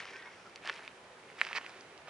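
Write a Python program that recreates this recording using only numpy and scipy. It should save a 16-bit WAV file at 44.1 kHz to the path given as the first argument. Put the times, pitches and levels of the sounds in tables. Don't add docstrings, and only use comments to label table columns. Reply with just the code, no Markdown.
import sys
import numpy as np
from scipy import signal
from scipy.io import wavfile
from scipy.ndimage import uniform_filter1d, map_coordinates

SR = 44100
rng = np.random.default_rng(int(sys.argv[2]) if len(sys.argv) > 2 else 0)


def bounce(signal):
    frames = np.transpose(np.atleast_2d(signal))
    limited = np.clip(frames, -1, 1)
    pcm = np.round(limited * 32767).astype(np.int16)
    wavfile.write(sys.argv[1], SR, pcm)


def invert_db(x):
    u = np.asarray(x, float) / 20
    return 10 ** u


N = 92213

# pitch_hz, level_db (per Hz)
WASH_TONE = [(18, -47), (30, -11), (202, -5), (395, -6.5), (425, -3.5), (481, -0.5), (698, -2.5),
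             (1540, -5.5), (11200, -27), (14600, -92), (22000, -120)]
# pitch_hz, likeness (1 = same)
WASH_LIKENESS = [(60, 0.99), (130, 1.0), (260, 0.98), (560, 0.93), (1170, 0.5), (2460, 0.11), (5170, 0.027),
                 (10900, 0.05)]
# pitch_hz, level_db
WASH_LEAN = [(60, 0), (400, -.3), (1100, -2), (2000, -2.5), (10900, -.5)]
# pitch_hz, width_hz, level_db
HUMS = [(381.4, 46, -63), (450, 65, -72)]
# time_s, level_db
HUM_SWELL = [(0, -4), (.12, 4), (.3, -7.5), (.7, 3), (.9, -6), (1.15, -6), (1.3, 1), (1.6, -5.5), (1.85, 4),
             (2.09, -7)]
# start_s, length_s, level_db, pitch_hz, width_hz
SQUEAKS = [(.1, .04, -57, 2040, 90), (.12, .09, -54, 1545, 70), (.195, .06, -56, 1545, 70),
           (.26, .05, -59, 1545, 70), (.125, .035, -58, 1800, 90), (.15, .07, -54, 1905, 60),
           (.21, .045, -53, 1905, 80), (.25, .05, -59, 1890, 60), (.185, .045, -59, 2160, 70),
           (.24, .08, -56, 2160, 90), (.325, .03, -63, 2130, 100), (.255, .035, -55, 970, 110),
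           (.452, .035, -53, 1334, 120), (.655, .018, -48, 1600, 600), (0, .22, -64, 5400, 1600),
           (.2, .35, -70, 5400, 1400), (1.55, .04, -50, 4700, 1800)]
# peak_s, peak_db, pitch_hz
PEBBLES = [(0.0085, -49, 4380), (0.0444, -41, 2000), (0.0546, -42, 2770), (0.113, -56, 4380),
           (0.1424, -54, 5330), (0.1599, -38, 2430), (0.2227, -53, 3840), (0.2255, -52, 3600),
           (0.2257, -56, 4990), (0.2499, -58, 5330), (0.2584, -57, 5330), (0.2584, -54, 3370),
           (0.2629, -46, 800), (0.2686, -42, 1040), (0.3712, -49, 1350), (0.4567, -48, 850),
           (0.4582, -47, 1870), (0.5271, -48, 1750), (0.5695, -52, 2430), (0.6503, -41, 1180),
           (0.6625, -38, 1640), (0.666, -39, 1440), (0.6897, -36, 1180), (0.6917, -36, 1180),
           (0.7004, -34, 2770), (0.754, -43, 910), (0.7765, -47, 3160), (0.8191, -46, 1110),
           (0.9129, -53, 2770), (1.1716, -48, 1440), (1.2928, -49, 2430), (1.317, -46, 1640),
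           (1.3933, -42, 2130), (1.4066, -51, 4100), (1.4098, -42, 2770), (1.4674, -37, 2770),
           (1.5205, -37, 1540), (1.5557, -45, 4680), (1.5607, -37, 4990), (1.5629, -36, 4380),
           (1.5677, -30, 2280), (1.5687, -43, 4680), (1.5717, -35, 970), (1.5822, -44, 5690),
           (1.5834, -33, 1870), (1.6128, -40, 970), (1.6298, -46, 2770), (1.6433, -52, 4380),
           (1.647, -42, 1180), (1.6607, -46, 2770), (1.664, -60, 8430), (1.6949, -44, 2430),
           (1.7388, -46, 2130), (1.7475, -46, 750), (2.0818, -48, 2590), (2.0818, -39, 850)]
# peak_s, peak_db, pitch_hz
CHIPS = [(.56, -42, 4750), (.5597, -52, 5850), (.5597, -65, 7500), (.878, -42, 3630), (.6972, -42.5, 4230),
         (1.4146, -30.5, 3850), (1.5655, -35, 1280), (.6893, -34.5, 3300), (.7115, -50, 2180),
         (.7135, -50, 1900), (1.4146, -53, 7700), (1.8097, -49, 4720), (1.8097, -51.5, 6040),
         (1.9782, -61, 5800), (2.0755, -48, 2000), (2.0835, -47, 700), (2.086, -43, 1140)]
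# peak_s, peak_db, pitch_hz, brightness_db
STONE_CRACKS = [(0.0037, -26, 1910, -15), (0.0219, -35, 1570, -17), (0.055, -34, 1360, -9),
                (0.0781, -40, 1800, -12), (0.135, -37, 1840, -20), (0.161, -41, 2400, -18),
                (0.1665, -40, 1980, -5), (0.2234, -43, 1610, -11), (0.2568, -42, 1390, -15),
                (0.4672, -50, 1370, -1), (0.4967, -47, 1320, -5), (0.5595, -36, 2550, -1),
                (0.5768, -41, 2110, -18), (0.6505, -38, 710, -9), (0.6567, -38, 2970, -4),
                (0.6746, -28, 2900, -7), (0.6762, -26, 1640, -19), (0.6865, -31, 1730, -17),
                (0.6917, -28, 2590, -24), (0.6968, -23, 3100, -22), (0.6973, -18, 1640, -21),
                (0.7007, -26, 1510, -19), (0.7277, -36, 2980, -14), (0.7398, -40, 2270, -3),
                (0.7624, -38, 2710, -7), (0.7928, -37, 1430, -20), (0.8254, -39, 1550, -16),
                (0.8499, -40, 2390, -10), (0.878, -30, 2470, -16), (0.8788, -35, 2200, -17),
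                (1.3015, -39, 1930, -16), (1.3895, -40, 3330, -11), (1.3994, -35, 2730, -16),
               (1.41, -38, 2030, -3), (1.4148, -8, 2060, -29), (1.4182, -30, 1820, -18),
               (1.4331, -34, 2010, -11), (1.4502, -27, 2350, -11), (1.4672, -35, 3000, -6),
               (1.4685, -32, 1320, -14), (1.4885, -33, 2220, -11), (1.5118, -34, 980, -14),
               (1.5303, -22, 2240, -23), (1.552, -29, 2030, -17), (1.5545, -31, 1100, -20),
               (1.558, -29, 2580, -13), (1.5607, -36, 2400, -3), (1.5633, -25, 2340, -12),
               (1.5677, -36, 2240, -15), (1.5717, -24, 2290, -15), (1.5748, -23, 2310, -23),
               (1.5768, -24, 2010, -12), (1.5835, -26, 1020, -18), (1.5855, -30, 1560, -15),
               (1.6641, -29, 2300, -17), (1.6946, -38, 800, -9), (1.8089, -51, 3120, -1),
               (1.9782, -49, 3000, 1), (2.0771, -38, 1440, -17), (2.0835, -39, 950, -14)]
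# time_s, level_db
STEP_LOADS = [
    [(0, -44), (.05, -51), (.16, -54), (.28, -56.5), (.33, -60.5), (.5, -63), (.6, -63.5)],
    [(.61, -68), (.65, -47), (.69, -44), (.705, -48.5), (.76, -51), (.85, -55), (.92, -62.5), (1.1, -66.5),
     (1.33, -61.5)],
    [(1.365, -61.5), (1.4, -47.5), (1.46, -49), (1.543, -46), (1.553, -39), (1.579, -41), (1.59, -51),
     (1.72, -56), (1.9, -61.5)],
    [(1.91, -61.5), (2.06, -61.5), (2.08, -56), (2.1, -32.5)],
]
# pitch_hz, level_db (per Hz)
GRIT_TONE = [(300, -19.5), (700, -9), (1000, -10), (2200, -0.5), (3500, -15), (5800, -23), (7000, -33),
             (11000, -34)]
# time_s, tilt_db (per octave above FIZZ_HZ)
FIZZ = [(0, 2.2), (.5, -4), (.62, 1), (1, 5), (1.4, 5), (1.565, 1.5), (1.7, 6.5), (2.09, 0)]

WASH_DB = -56
PEBBLE_S, CHIP_S, PEBBLE_DB = .00065, .001, 1
CRACK_S = .00039
TICK_HZ, TICK_S, TICK_DB = 4900, .00028, 1.5
AIR_HZ, AIR_DB = 8200, -13
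THUD_HZ, THUD_DB = 500, -27
GRAINS_PER_S, GRAIN_SIZES, GRAIN_CYCLES = 11000, 30, 4
GRAIN_SPREAD_DB, CLUMP_DB, FIZZ_HZ = 2.9, 1.3, 2600
SCATTER_DB, SCATTER_T60_S = -15, .025
PAN_START_DB, PAN_END_DB, PAN_ABOVE_HZ = -.5, -6.8, 950
LAG_START, LAG_END = -1, 2.4
LOW_CUT_HZ, EDGE_HZ = 73, 11200


def evened(x):
    return x / np.sqrt(np.mean(x ** 2) + 1e-20)


def read(points, hz):
    f, value = np.transpose(points)
    return np.interp(np.log(hz + 1), np.log(f + 1), value)


def over_time(points):
    return np.interp(np.arange(N) / SR, *np.transpose(points))


def add(mix, s, sound):
    part = mix[max(round(s * SR), 0):][:len(sound)]
    part += sound[:len(part)]


def knock(hz, rise_s, size=400):
    u = np.arange(size) / SR / rise_s
    shape = (u * np.exp(1 - u)) ** 2
    x = shape * np.cos(2 * np.pi * hz * rise_s * (u - .72))
    return x - shape * x.sum() / shape.sum()


def resonate(x, hz, width):
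    turn = np.exp(2j * np.pi * hz * np.arange(x.shape[-1]) / SR)
    r = np.exp(-np.pi * width / SR)
    return 2 * (turn * signal.lfilter([1 - r], [1, -r], x / turn)).real


def far_wash():
    frames, hz = N // 256 + 5, np.fft.rfftfreq(1024, 1 / SR)
    a, b, c, d, patches = rng.standard_normal((frames, 513, 5)).T
    patches = uniform_filter1d(uniform_filter1d(patches, size=10, axis=0), size=12, axis=1)
    patches = evened(patches)
    same = np.clip(read(WASH_LIKENESS, hz), -1, 1)[:, None]
    left = a + 1j * b
    right = same * left + np.sqrt(1 - same ** 2) * (c + 1j * d)
    lean = np.array([.5, -.5])[:, None, None] * read(WASH_LEAN, hz)[:, None]
    z = np.array([left, right]) * invert_db(read(WASH_TONE, hz)[:, None] + 0.29 * patches + lean)
    return invert_db(WASH_DB) * evened(signal.istft(z, nperseg=1024, noverlap=768)[1][:, :N])


def machine_hum():
    hum = np.zeros(N)
    for hz, width, db in HUMS:
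        hum += invert_db(db) * evened(resonate(rng.standard_normal(N), hz, width))
    return invert_db(over_time(HUM_SWELL)) * hum


def sole_squeaks():
    out = np.zeros(N)
    for s, length, db, hz, width in SQUEAKS:
        n = int(length * SR)
        jerks = rng.standard_normal(18000) ** 3
        rub = resonate(resonate(jerks, hz, width), hz, width)[-n:]
        add(out, s, invert_db(db) * np.sqrt(np.hanning(n)) * evened(rub))
    return out


def knocked_pebbles():
    out = np.zeros(N)
    for rows, rise_s in ((PEBBLES, PEBBLE_S), (CHIPS, CHIP_S)):
        for s, db, hz in rows:
            add(out, s - rise_s, invert_db(db + PEBBLE_DB) * knock(hz, rise_s))
    return out


def cracking_stones():
    out = np.zeros(N)
    for s, db, hz, bright_db in STONE_CRACKS:
        rise_s = CRACK_S * np.sqrt(2100 / hz)
        add(out, s - rise_s, invert_db(db - 0.5) * knock(hz, rise_s))
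        thud_s = .5 / THUD_HZ
        add(out, s - thud_s, invert_db(db + THUD_DB) * knock(THUD_HZ, thud_s))
        tick = knock(TICK_HZ * (1 + .06 * rng.uniform(-1, 1)), TICK_S)
        tick += invert_db(AIR_DB) * knock(AIR_HZ, TICK_S / 2)
        add(out, s - TICK_S, invert_db(db + bright_db + TICK_DB) * tick)
    return signal.sosfilt(signal.butter(2, 680, "high", fs=SR, output="sos"), out)


def grinding_gravel():
    clump = uniform_filter1d(uniform_filter1d(rng.standard_normal(N), size=200), size=200)
    clump = evened(clump)
    fizz = over_time(FIZZ)
    out = np.zeros((2, N))
    for hz in np.geomspace(480, 10500, GRAIN_SIZES):
        strength, chance, sign, side = rng.random((N, 4)).T
        hits = invert_db(GRAIN_SPREAD_DB * np.minimum(-np.log(strength + 1e-9), 3))
        hits *= chance < GRAINS_PER_S / GRAIN_SIZES / SR
        hits *= invert_db(fizz * max(np.log2(hz / FIZZ_HZ), 0))
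        hits *= np.sign(sign - .5)
        grain = knock(hz, GRAIN_CYCLES / 4 / hz)
        grain *= invert_db(read(GRIT_TONE, hz)) * np.sqrt(hz) / np.linalg.norm(grain)
        place = invert_db(1.1 * (2 * side - 0.5))
        both = np.array([hits * place, hits / place])
        out += signal.oaconvolve(both, grain[None], axes=1)[:, :N]
    return evened(out) * invert_db(over_time(sum(STEP_LOADS, [])) + CLUMP_DB * clump)


def ground_scatter(x):
    t = np.arange(2000) / SR
    taps = rng.standard_normal((2, 2000)) * (rng.random((2, 2000)) < .05)
    taps *= invert_db(-60 * t / SCATTER_T60_S) * (t > .001)
    return signal.oaconvolve(x, taps / np.linalg.norm(taps, axis=1)[:, None], axes=1)[:, :N]


def walk_past(feet):
    way = np.arange(N) / N
    pan_db = PAN_START_DB + (PAN_END_DB - PAN_START_DB) * way
    lag = LAG_START + (LAG_END - LAG_START) * way
    left = map_coordinates(feet[0], [np.arange(N) - lag], order=3, mode="nearest")
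    feet = np.array([left, feet[1]])
    low = signal.sosfiltfilt(signal.butter(1, PAN_ABOVE_HZ, fs=SR, output="sos"), feet)
    return low + (feet - low) * invert_db([pan_db / 2, -pan_db / 2])


def scene():
    feet = grinding_gravel() + cracking_stones() + knocked_pebbles() + sole_squeaks()
    feet = feet + invert_db(SCATTER_DB) * ground_scatter(feet)
    return walk_past(feet) + far_wash() + machine_hum()


def roll_off(x):
    return signal.sosfilt(signal.butter(12, 11460, fs=SR, output="sos"), x)


def record(dry):
    x = signal.sosfilt(signal.butter(2, LOW_CUT_HZ, "high", fs=SR, output="sos"), dry)
    treble_cut = signal.firwin(255, EDGE_HZ, window=("kaiser", 9), fs=SR)
    mix = signal.oaconvolve(x, treble_cut[None], "same")
    return roll_off(mix)


dry = scene()
out = record(dry)
bounce(out)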